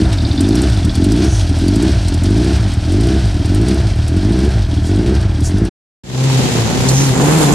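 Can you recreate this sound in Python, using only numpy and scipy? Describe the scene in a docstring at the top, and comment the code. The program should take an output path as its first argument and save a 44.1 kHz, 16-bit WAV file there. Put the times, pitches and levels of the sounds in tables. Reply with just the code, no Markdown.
"""Buggy idling, then pulling away

On open ground, walking round the car: its four-cylinder motorcycle engine hunts at idle, the exhaust
barking as it catches and only thumping as it sinks. Valve gear clatters, the clutch clacks, an electric
pump ticks, and there are a few short hisses. After a short silence, a microphone pair in the cockpit
as it pulls away: a booming drone, rattling chassis, clinking gear linkage and a singing chain."""
import sys
import numpy as np
from scipy import signal
from scipy.fft import rfft, irfft
from scipy.io import wavfile
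from scipy.ndimage import uniform_filter1d

SR = 44100
rng = np.random.default_rng(int(sys.argv[2]) if len(sys.argv) > 2 else 0)


def to_wav(s):
    """Save 16-bit WAV."""
    ch = np.atleast_2d(s).T  # columns
    pcm = np.round(np.clip(ch, -1, 1) * 32767)  # PCM
    wavfile.write(sys.argv[1], SR, pcm.astype(np.int16))


N = 332514
TIME = np.arange(N) / SR
IDLE_END_S, DRIVE_START_S, THROTTLE_S = 5.687, 6.035, 7.14
MID_RATE, CRUISE_RATE = 55, 133  # firings a second
PLATE_DB, PLATE_T60_S = 9, .044  # the clutch plate's ring

# Hisses. Each row: centre in seconds, level in dB, half length in seconds, pitch in Hz, width in octaves.
HISSES = [(1.342, -32.5, 0.071, 6022, 0.17), (1.346, -37.5, 0.062, 8900, 0.25),
          (4.872, -36, 0.026, 6040, 0.65), (5.462, -27.5, 0.018, 6012, 0.38),
          (5.466, -35, 0.021, 8985, 0.301), (6.985, -21, 0.058, 6075, 0.22)]
# The pump, from outside. 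Each row: time in seconds, level in dB, ring in Hz, casing gain in dB.
PUMP_RUN = [(0, -24, 3650, -1), (.12, -23, 3650, -1), (.19, -18.5, 3650, 0), (.31, -19.5, 3640, 0),
            (.376, -16, 3630, -1), (.46, -24, 3550, -2), (.83, -21.5, 3470, -1), (.895, -17.5, 3450, -1),
            (.96, -22, 3430, -1), (1.15, -25.5, 3350, -2), (2.9, -31, 3190, -4), (4.4, -32, 3240, -8),
            (4.7, -26.5, 3280, -12), (5, -29.5, 3280, -12), (5.7, -34, 3260, -8)]
# The pump's ring. Each row: multiple of its pitch, level in dB, t60 in seconds.
PUMP_MODES = [(0.999, 3, 0.028), (1.04, -8.5, 0.014)]
# Ringing metal parts. Each row: pitch in Hz, level in dB, t60 in seconds.
CASING_MODES = [(4600, -8.5, .02), (4900, 2.5, 0.011)]
CLUTCH_MODES = [(5710, 8.5, .035), (7580, 4, 0.044), (7940, 8.5, 0.027), (8320, 12, .035), (8900, 6, 0.061),
                (9300, -5, .03), (11050, -5.5, .025)]
LINKAGE_MODES = [(4380, -5, .05), (6700, -1, 0.039), (7160, 2, 0.088), (7600, -3, .05), (8000, -4, .07)]
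# Loud clutch clacks. Each row: start in seconds, level in dB, lowest ring's gain in dB, plate pitch in Hz.
CLACKS = [(0.4074, -15.5, 1.5, 4900), (0.487, -20.5, 4, 4900), (.554, -17.5, 16, 5800),
          (.618, -19, -9, 4900), (.849, -20, -9, 4900), (0.9533, -17.5, 2.5, 4600), (1.042, -17, 5, 4100),
          (1.119, -17.5, 6, 4900), (1.244, -20.5, 11.5, 5673), (1.5872, -24, -4, 4900),
          (1.6813, -16.5, 26, 4600), (1.758, -19, -9.5, 4900), (1.8249, -20.5, -2, 4900),
          (2.083, -16, 0, 4147), (2.141, -23, -8.5, 4900), (2.236, -21, -5, 4900), (2.7365, -27, -2, 4900),
          (3.008, -22.5, 2, 4900), (3.457, -25, -8, 4900), (3.5464, -20, -8, 4900), (3.684, -20, 8, 4900),
          (3.744, -23, 0, 4900), (4.08, -23, -14, 4900), (4.168, -25.5, -3, 4900), (4.961, -25.5, 1, 4900),
          (5.406, -24.5, 3, 4900), (5.5827, -26.5, 3, 4900), (5.65, -24, -2, 4900)]
# Clatter at mid speed, walking round the car. 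Each row: time in seconds, block and valve levels in dB.
CLATTER_LEVELS = [(0, -33, -34.5), (1.4, -34.5, -33.5), (3.8, -35, -36), (5.7, -36.5, -40)]
# Colours of the idle, from outside. Each row: frequency in Hz, relative level in dB.
BLOCK_COLOUR = [(250, -20), (520, -0.5), (590, 3), (650, 9.5), (715, 4.5), (800, 1.5), (950, -2),
                (1150, -6.5), (1450, -1.5), (1750, -3.5), (2100, -8), (2800, -11.5), (4000, -21),
                (9000, -65.5), (14000, -58)]
VALVE_COLOUR = [(1000, -40.5), (2300, -1.5), (3100, 0), (4500, 1.5), (5700, -1), (6700, -8), (7500, -8.5),
                (8500, -6.5), (10000, -14.5), (12000, -22), (14000, -65)]
THUMP_COLOUR = [(20, -82.5), (32, -31.5), (45, 4), (60, 0), (78, 3), (97, 8), (118, -1), (145, -13.5),
                (195, -16.5), (240, -20), (400, -31.5), (900, -72), (3500, -100)]
BARK_COLOUR = [(60, -23.5), (140, -31.5), (190, -9.5), (230, -2.5), (270, 2.5), (320, 10), (370, 0),
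               (430, -5), (500, -26.5), (650, -30), (1000, -52), (2500, -80), (7000, -95)]
# Lone strokes before the engine catches. Each row: start in seconds, peak in dB.
POPS = [(0.155, -20.5), (.234, -11), (0.259, -12.5), (0.284, -13.5), (.339, -9), (.857, -15), (.880, -9),
        (1.510, -9), (1.539, -21), (2.097, -14.5), (2.119, -11), (2.144, -13), (2.194, -17), (2.217, -11),
        (3.363, -13), (3.411, -12.5), (4.730, -11), (4.782, -11.5), (5.386, -13), (5.412, -11)]
# Surges of the idle. Each row: catch and fuel cut in seconds, slowest and fastest firings a second,
# bow of the climb (1 is straight), bark level in dB, its build in seconds, its swell in dB.
SURGES = [(-0.35, 0.025, 37.4, 70.75, 1.95, -10.5, .05, -1.5),
          (0.34, 0.654, 37.04, 69.08, 0.97, -11, 0.072, -4),
          (0.945, 1.261, 38.58, 71.56, 1.13, -12.5, 0.057, 1.5),
          (1.592, 1.896, 41.08, 70.51, 1.36, -13, 0.038, -1),
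          (2.199, 2.528, 41.27, 72.1, 1.07, -14, 0.097, -5),
          (2.838, 3.166, 37.85, 70.9, 1.01, -14.5, 0.082, -1.5),
          (3.428, 3.762, 38.02, 71.3, 1.0, -15, .11, 0.5),
          (4.068, 4.471, 37.9, 72.05, 1.185, -17.5, 0.045, 6.5),
          (4.825, 5.145, 38.1, 70.66, 1.025, -16, 0.071, 4.5),
          (5.451, 5.746, 38.65, 72.3, 1.07, -17.5, .11, -3.5)]

# Colours in the cockpit. Each row: frequency in Hz, relative level in dB.
GRIT_COLOUR = [(4000, -26), (8700, 1.5), (11500, -1), (13000, -9), (15000, -15)]
RUMBLE_COLOUR = [(20, -27), (40, -11), (65, -7.5), (95, -5), (130, -4), (220, -6.5), (600, -62)]
RATTLE_COLOUR = [(900, -24), (1800, -1), (2600, 0), (4000, 0.5), (5500, -2), (7500, -5.5), (8700, -15),
                 (11000, -23), (13000, -26), (15500, -30)]
ROAR_COLOUR = [(300, -28), (450, 6), (540, 3), (630, -5), (760, 3), (980, 1.5), (1200, -3), (1500, -4.5),
               (1900, -8), (2600, -13.5), (5000, -38), (11000, -76)]
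RASP_COLOUR = [(90, -39), (150, 10.5), (200, 3), (300, 4.5), (420, 3), (520, -2), (630, -6), (760, -5.5),
               (1000, -14.5), (2000, -36), (6000, -71)]
# Rough ground, from the seat. Each row: time in seconds, rattle level in dB, grit level in dB.
ROUGH_GROUND = [(6.3, -26.5, -39), (6.316, -25.5, -38), (6.61, -28, -38), (6.652, -30, -41),
                (6.878, -28, -37.5), (6.892, -30, -31), (6.916, -28.5, -33.5), (7.064, -28, -33),
                (7.18, -32, -40), (7.238, -27, -31.5), (7.422, -24.5, -27.5), (7.506, -27, -33),
                (7.53, -26, -29)]
# The frame's rumble as it rolls. Each row: time in seconds, level in dB.
RUMBLE_LEVELS = [(6.04, -14.5), (6.24, -28), (6.42, -20), (7.54, -21)]
# Jolts of the frame. Each row: centre in seconds, level in dB, half length in seconds.
JOLTS = [(6.415, -25, 0.026), (6.793, -22, 0.028), (7.535, -15, 0.018)]
# Gear linkage clinks. 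Each row: start in seconds, peak in dB, level of the lowest ring in dB.
CLINKS = [(6.887, -6, -2), (7.4294, -8, -14)]
# Engine speed pulling away. Each row: time in seconds, firings a second.
DRIVE_RATES = [(6.04, 123), (6.272, 134), (6.54, 121), (6.7, 110), (6.74, 129), (6.796, 125), (6.9, 130.5),
               (7.05, 139.5), (7.126, 125.0), (7.376, 162), (7.476, 140), (7.54, 152)]
# The boom's fundamental. Each row: time in seconds, level in dB.
BOOM_LEVELS = [(6.04, -22), (6.19, -7.5), (6.39, -10.5), (6.45, -25.5), (6.65, -13.5), (6.71, -32),
               (6.94, -8), (7.12, -15.5), (7.17, -26), (7.22, -8.5), (7.39, -10.5), (7.54, -8)]
# The boom's harmonics from the third up. Each entry: level on light throttle in dB.
GROWL_DB = [-35.5, -39, -41, -41, -43]
# Likeness of the noise at the cockpit pair. Each row: frequency in Hz, correlation (below 0 counts as 0).
PAIR_LIKENESS = [(60, -1), (130, 0.9), (290, 0.3), (640, 0.57), (1400, -0.5), (3060, 0), (6730, 0),
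                 (14800, -0.2)]
# Balance of the pair. Each row: frequency in Hz, left minus right in dB.
PAIR_BALANCE = [(60, 9), (110, 1), (200, 1), (380, -1), (690, -2.5), (1280, -1.5), (2360, 3), (4350, 3),
                (8020, -10), (14800, -2)]


def amp(db):
    return 10 ** (np.asarray(db) / 20)


def unit_rms(x):
    return x / np.sqrt(np.mean(x ** 2) + 1e-20)


def curves(rows):
    """Each column of a table, joined by straight lines in time."""
    s, *columns = np.transpose(rows)
    return [np.interp(TIME, s, c) for c in columns]


def at_hz(points, hz):
    """A table's value along a log frequency axis."""
    f, value = np.transpose(points)
    return np.interp(np.log(hz + 1), np.log(f + 1), value)


def add(mix, s, sound):
    part = mix[:, max(round(s * SR), 0):][:, :sound.shape[1]]
    part += sound[:, :part.shape[1]]


def swell(centre_s, half_s):
    return np.exp(-.5 * ((TIME - centre_s) / half_s) ** 2)


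def wander(hz):
    """Random drift of unit size, up to the given rate."""
    f = np.fft.rfftfreq(N, 1 / SR)
    return unit_rms(irfft(rfft(rng.standard_normal(N)) / (1 + (f / hz) ** 4), N))


def fuzzy_tone(hz, width_hz):
    """Narrow noise around a pitch."""
    drift = wander(width_hz) + 1j * wander(width_hz)
    return (drift * np.exp(2j * np.pi * np.cumsum(hz * np.ones(N)) / SR)).real


def ring_of(points, size=8192):
    """The causal ring of a body with the given spectrum."""
    log_gain = np.log(amp(at_hz(points, abs(np.fft.fftfreq(size, 1 / SR)))))
    return np.fft.ifft(np.exp(np.conj(signal.hilbert(log_gain)))).real[:size // 2]


def colour(x, points):
    return signal.oaconvolve(np.atleast_2d(x), ring_of(points)[None], axes=1)[:, :N]


def pair_noise():
    """White noise at two microphones, partly alike low down and apart in the treble."""
    a, b = rfft(rng.standard_normal((2, N)))
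    same = np.clip(at_hz(PAIR_LIKENESS, np.fft.rfftfreq(N, 1 / SR)), 0, 1)
    return irfft(np.array([a, same * a + np.sqrt(1 - same ** 2) * b]), N)


def steady(x, seconds):
    """Holds the running power at one."""
    return x / np.sqrt(abs(uniform_filter1d((x ** 2).mean(0), int(seconds * SR) + 1)) + 1e-12)


def firings(count, cylinders_db, scatter_db, jitter_s):
    """One click at each whole count; the cylinders differ and no two strokes are alike."""
    at = np.flatnonzero(np.diff(np.floor(count)) > 0)
    strength, lag = rng.standard_normal((N // 100, 2))[:len(at)].T
    at = np.clip(at + (lag * jitter_s * SR).astype(int), 0, N - 1)
    out = np.zeros(N)
    out[at] = amp(np.resize(cylinders_db, len(at)) + scatter_db * strength)
    return out


def bursts(clicks, decay_s):
    """Envelope of noise set off by each click."""
    power = signal.lfilter([1], [1, -np.exp(-1 / (decay_s * SR))], clicks ** 2)
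    return unit_rms(np.sqrt(abs(power)))


def grains(per_s, spread_db):
    """Random small impacts, a few of them large."""
    return amp(spread_db * np.minimum(rng.exponential(1, N), 4)) * (rng.random(N) < per_s / SR)


def strike(modes, crack, crack_s, vary_db, low_db=0, vary_pitch=.0084, rise_s=.00025):
    """A struck metal part gives a short crack and rings with its modes."""
    t = np.arange(SR // 12) / SR
    hz, db, t60 = np.transpose(modes)[:, :, None]
    phase, size, detune = rng.standard_normal((3, len(modes), 1))
    db = db + vary_db * size + low_db * (hz == hz.min())
    tones = np.sin(2 * np.pi * (hz * (1 + vary_pitch * detune) * t + phase))
    ring = (amp(db) * np.exp(-np.log(1000) * t / t60) * tones).sum(0)
    band = signal.butter(4, [hz.min(), min(hz.max(), SR / 2 - 1000)], "band", fs=SR, output="sos")
    snap = signal.sosfilt(band, rng.standard_normal(len(t))) * np.exp(-t / crack_s)
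    out = (unit_rms(ring) + crack * unit_rms(snap)) * (1 - np.exp(-t / rise_s))
    return out[None] / abs(out).max()


def throttled(light_db, more_db, waver_db, rise_s=.1):
    """Gain of a layer that grows as the throttle opens, and wavers a little."""
    throttle = np.clip((TIME - THROTTLE_S) / rise_s, 0, 1)
    return amp(light_db + more_db * throttle + waver_db * wander(20))


def hisses():
    """Short swells of high, narrow noise."""
    f, noise, out = np.fft.rfftfreq(N, 1 / SR), rfft(rng.standard_normal(N)), np.zeros(N)
    for s, db, half_s, hz, octaves in HISSES:
        band = irfft(noise / (1 + (np.log2((f + 1) / hz) / octaves) ** 4), N)
        out += amp(db) * unit_rms(band) * swell(s, half_s)
    return out


def pump(period_s=.0647, jitter_s=.0015, scatter_db=2, return_s=.02, return_db=-4):
    """The plunger ticks at its own steady rate: a stroke, then a softer return."""
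    out = np.zeros((1, N))
    db, hz, casing_db = curves(PUMP_RUN)
    for s in np.arange(.053, IDLE_END_S, period_s):
        at = int(s * SR)
        modes = [(multiple * hz[at], level, t60) for multiple, level, t60 in PUMP_MODES]
        modes += [(f, level + casing_db[at], t60) for f, level, t60 in CASING_MODES]
        for delay, softer_db in [(0, 0), (return_s, return_db)]:
            tick = strike(modes, crack=.7, crack_s=.007, vary_db=3, vary_pitch=.01, rise_s=.001)
            size, lag = rng.standard_normal(2)
            tick_db = db[at] + softer_db + scatter_db * min(size, 1) + 1.5
            add(out, s + delay + jitter_s * lag, amp(tick_db) * tick)
    return out


def soft_clacks(count, plate_hz=4900, db=-28.5, db_per_s=-.9, scatter_db=6):
    """Once in each cycle of four firings the clutch clacks softly, unless a loud clack falls there."""
    starts = TIME[np.flatnonzero(np.diff(count // 4) > 0)]
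    size = np.minimum(rng.standard_normal(N // 100), 1)
    modes = [(plate_hz, PLATE_DB, PLATE_T60_S)] + CLUTCH_MODES
    clacks = [strike(modes, crack=.8, crack_s=.006, vary_db=3) for _ in range(12)]
    loud_s, out = np.transpose(CLACKS)[0], np.zeros((1, N))
    for k, s in enumerate(starts):
        if abs(loud_s - s).min() > .04:
            add(out, s, amp(db + db_per_s * s + scatter_db * size[k]) * clacks[k % len(clacks)])
    return out


def loud_clacks():
    """Slack in the clutch is taken up with a clack."""
    out = np.zeros((1, N))
    for s, db, low_db, hz in CLACKS:
        modes = [(hz, PLATE_DB, PLATE_T60_S)] + CLUTCH_MODES
        clack = strike(modes, crack=.8, crack_s=.006, vary_db=2.5, low_db=low_db, vary_pitch=.015)
        add(out, s, amp(db + 1.5) * clack)
    return out


def clatter(count, rate, strokes, db_per_octave=4.5):
    """Block and valve gear rattle with the strokes and the gears whirr, louder as the engine speeds up."""
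    block_db, valve_db = curves(CLATTER_LEVELS)
    octaves = np.log2(rate / MID_RATE)
    knock, sizzle = rng.standard_normal((2, N))
    block = steady(colour(knock * (.29 + 1.8 * bursts(strokes, .021)), BLOCK_COLOUR), .24)
    taps = firings(2 * count, [.74, -.84, -.16, -2], scatter_db=6, jitter_s=.0019)
    rattle = .52 + .24 * bursts(taps, .0037) + .54 * bursts(grains(per_s=250, spread_db=4.5), .0081)
    valves = steady(colour(sizzle * rattle, VALVE_COLOUR), .21)
    whirr = fuzzy_tone(hz=1580, width_hz=170) * amp(-46 + 12 * octaves)
    metal = block * amp(block_db + 3.5) + valves * amp(valve_db + 2.5)
    return metal * amp(db_per_octave * octaves) + whirr


def chassis(shake):
    """The frame rattles, rumbles and jolts over rough ground; the tyres throw up a fizz of grit."""
    rattle_db, grit_db = curves(ROUGH_GROUND)
    rattle = steady(colour(pair_noise() * shake, RATTLE_COLOUR), .05) * amp(rattle_db + 4.5)
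    jolts = sum(amp(db) * swell(s, half_s) for s, db, half_s in JOLTS)
    rumble = unit_rms(colour(pair_noise(), RUMBLE_COLOUR)) * (amp(curves(RUMBLE_LEVELS)[0]) + jolts)
    grit = unit_rms(colour(pair_noise() * shake, GRIT_COLOUR)) * amp(grit_db + 2.5)
    return rattle + rumble + grit


def chain(shake, rate, cruise_hz=6860):
    """Links excite a narrow, wavering ring that rises a little with speed."""
    hz = (cruise_hz + 10 * (rate - CRUISE_RATE)) * (1 + .012 * wander(24.24))
    ring = np.array([fuzzy_tone(hz, width_hz=830) for _ in range(2)])
    return unit_rms(ring * shake) * throttled(-33.5, more_db=7.5, waver_db=1.5)


def linkage(low_hz=4170, low_t60_s=.082):
    """The gear linkage clinks against its stops."""
    out = np.zeros((1, N))
    for s, db, low_db in CLINKS:
        modes = [(low_hz, low_db, low_t60_s)] + LINKAGE_MODES
        add(out, s, amp(db) * strike(modes, crack=.7, crack_s=.008, vary_db=1, vary_pitch=.004))
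    return out


def intake(strokes):
    """The intake roars with a gulp of air at each stroke."""
    gulps = .55 * unit_rms(strokes) + pair_noise() * bursts(strokes, .006)
    return steady(colour(gulps, ROAR_COLOUR), .08) * throttled(-24.5, more_db=8, waver_db=.5)


def rasp(strokes, db_per_s=-3):
    """Rough pulses of gas: the rasp eases slowly and steps up as the throttle opens."""
    flow = .55 * unit_rms(strokes) + .83 * pair_noise() * bursts(strokes, .003)
    gain = throttled(-20, more_db=9, waver_db=1) * amp(db_per_s * (TIME - THROTTLE_S))
    return steady(colour(flow, RASP_COLOUR), .19) * gain


def boom(count, rate):
    """Under load the firings merge into a drone whose overtones growl as the throttle opens."""
    second_db = -29 + 20 * np.log2(rate / CRUISE_RATE)
    gains = [amp(curves(BOOM_LEVELS)[0])]
    gains += [throttled(db, more_db=4, waver_db=2.5) for db in [second_db, *GROWL_DB]]
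    drone = sum(gain * np.cos(2 * np.pi * k * count + .45 * np.sqrt(k - 1) * wander(20))
                for k, gain in enumerate(gains, 1))
    return np.sqrt(2) * drone * (1 + .08 * wander(35) + .1 * np.cos(np.pi * count))


def cockpit():
    """From the seat, pulling away: the engine drones, and its strokes shake the frame and chain."""
    rate, = curves(DRIVE_RATES)
    count = np.cumsum(rate * (1 + .0059 * wander(25.65))) / SR
    drone = boom(count, rate)
    strokes = firings(count, [2, -2, 1, -1.5], scatter_db=2, jitter_s=.00014)
    engine = drone + rasp(strokes) + intake(strokes)
    shake = .65 + .2 * bursts(strokes, .003) + .4 * bursts(grains(per_s=450, spread_db=2.5), .003)
    return engine + chassis(shake) + chain(shake, rate)


def microphone_pair(x, lead_s=.00006):
    """Each cockpit microphone has its own colour; the left one hears the sound first."""
    f = np.fft.rfftfreq(N, 1 / SR)
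    half = amp(at_hz(PAIR_BALANCE, f) / 2) * np.exp(1j * np.pi * f * lead_s)
    return irfft(rfft(x) * np.array([half, 1 / half]), N)


def silencer(drive, hz=190.1, width_hz=58):
    """The silencer's chamber hums at one pitch."""
    b, a = signal.iirpeak(hz, hz / width_hz, fs=SR)
    return unit_rms(signal.lfilter(b, a, signal.lfilter(b, a, drive)))


def puff(ring, pitch):
    """The pipe's ring, shifted by a pitch ratio."""
    steps = np.arange(len(ring))
    return -np.interp(steps * pitch, steps, ring)[None]


def pops():
    """Single strokes fire early and ring the pipe once."""
    out, pop = np.zeros((1, N)), puff(ring_of(BARK_COLOUR), pitch=.9)
    for s, db in POPS:
        add(out, s, amp(db) * pop / abs(pop).max())
    return out


def thump(pulses, gas, rate, strain, db_per_octave=6, strain_db=-5.5):
    """Every stroke pushes a thump out of the pipe; near the top of a climb it gives way to the bark."""
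    db = -11 + db_per_octave * np.log2(rate / MID_RATE) + strain_db * strain ** 2
    return steady(colour(.14 * gas - pulses, THUMP_COLOUR), .07) * amp(db + 1.1 * wander(12))


def bark(strokes, rate, bark_db):
    """Each burning stroke rings the pipe; faster, hotter gas rings it higher."""
    creep = .9075 + .019 * TIME
    pitch = creep * (rate / MID_RATE) ** .26 * (1 + .03 * wander(40))
    ring, out = ring_of(BARK_COLOUR), np.zeros((1, N))
    for at in np.flatnonzero(strokes):
        one = puff(ring, pitch[at])
        one *= np.sqrt(SR / rate[at]) / np.linalg.norm(one)  # unit power over one firing
        add(out, at / SR, one * strokes[at] * amp(bark_db[at] - 1.75))
    return out


def hunting(sink_per_s2=185, die_s=.02, coast_db=-11.5):
    """The engine catches and climbs, then the fuel cuts and it runs down to its slowest."""
    catch, cut, slow, fast, bow, db, build, swell_db = np.transpose(SURGES)
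    rate, burning, strain = np.full(N, slow[0]), np.zeros(N), np.zeros(N)
    for k in range(len(SURGES)):
        climb = np.interp(TIME, [catch[k], cut[k]], [0, 1])
        rate = np.where(TIME >= catch[k], slow[k] + (fast[k] - slow[k]) * climb ** bow[k], rate)
        dying = np.exp(-np.maximum(TIME - cut[k], 0) / die_s)
        burning += np.sin(np.pi / 2 * np.clip((TIME - catch[k]) / build[k], 0, 1)) * dying
        strain += climb * dying
        if k + 1 < len(SURGES):
            sinking = np.maximum(fast[k] - sink_per_s2 * (TIME - cut[k]), slow[k + 1])
            rate = np.where(TIME >= cut[k], sinking, rate)
    level_db, rise_db = (np.interp(TIME, (catch + cut) / 2, column) for column in (db, swell_db))
    bark_db = level_db + coast_db * (1 - burning) + rise_db * (strain - .5 * burning)
    return rate, burning, bark_db, strain


def idle(header_lag_s=.0003):
    """Beside the car: the pipe thumps and, while fuel burns, barks with a gust of gas and a hum."""
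    rate, burning, bark_db, strain = hunting()
    count = np.cumsum(rate) / SR - .05  # firings so far
    alternate = np.cos(np.pi * count)
    # alternate strokes come down headers of unequal length
    arrivals = count + header_lag_s * rate * alternate
    strokes = firings(arrivals, [.5, -.3, .1, -.6], scatter_db=1.3, jitter_s=.00026)
    # strong and weak strokes alternate in spells, and the engine stumbles while it coasts
    lope = 1 + (.05 + .1 * wander(3.9)) * alternate
    lope *= amp((2.2 + .8 * (2.5 - burning)) * wander(22))
    pulses = unit_rms(strokes * lope)
    gas = unit_rms(rng.standard_normal(N) * bursts(strokes, .008))
    gust = unit_rms(colour(gas, BARK_COLOUR)) * amp(bark_db - 14)
    hum = silencer(pulses + .56 * gas) * amp(.64 * bark_db - 11)
    pipe = thump(pulses, gas, rate, strain) + bark(strokes * np.cbrt(abs(lope)), rate, bark_db)
    return pipe + gust + hum + clatter(count, rate, strokes) + soft_clacks(count)


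def scene(fade_db=-23.5, fade_s=.13):
    """The idle from outside, a short silence, then the cockpit fades in."""
    fade_out = np.clip((IDLE_END_S - TIME) / .016 + .5, 0, 1)
    since = np.maximum(TIME - DRIVE_START_S, 0)
    fade_in = np.minimum(since / .0028, 1) * amp(fade_db * np.exp(-since / fade_s))
    hiss = hisses()
    outside = idle() + pops() + pump() + loud_clacks() + hiss
    inside = microphone_pair(cockpit() + linkage() + hiss)
    return fade_out * outside + fade_in * inside


def record(dry, limit_db=-10, share=.75, recover_db_per_s=60, edge_hz=15500):
    """A limiter holds the loudest strokes down, peaks are rounded off and the top treble is cut."""
    power_db = 10 * np.log10(abs(uniform_filter1d((dry ** 2).mean(0), size=1300)) + 1e-12)
    fall = TIME * recover_db_per_s
    over_db = np.maximum(np.maximum.accumulate(power_db + fall) - fall - limit_db, 0)
    held = dry / amp(share * uniform_filter1d(over_db, size=400))
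    rounded = held / (1 + (abs(held) / 1.05) ** 6) ** (1 / 6)
    lowpass = signal.firwin(511, edge_hz, window=("kaiser", 9), fs=SR)
    return signal.oaconvolve(rounded, lowpass[None], "same")


dry = scene()
out = record(dry)
to_wav(out)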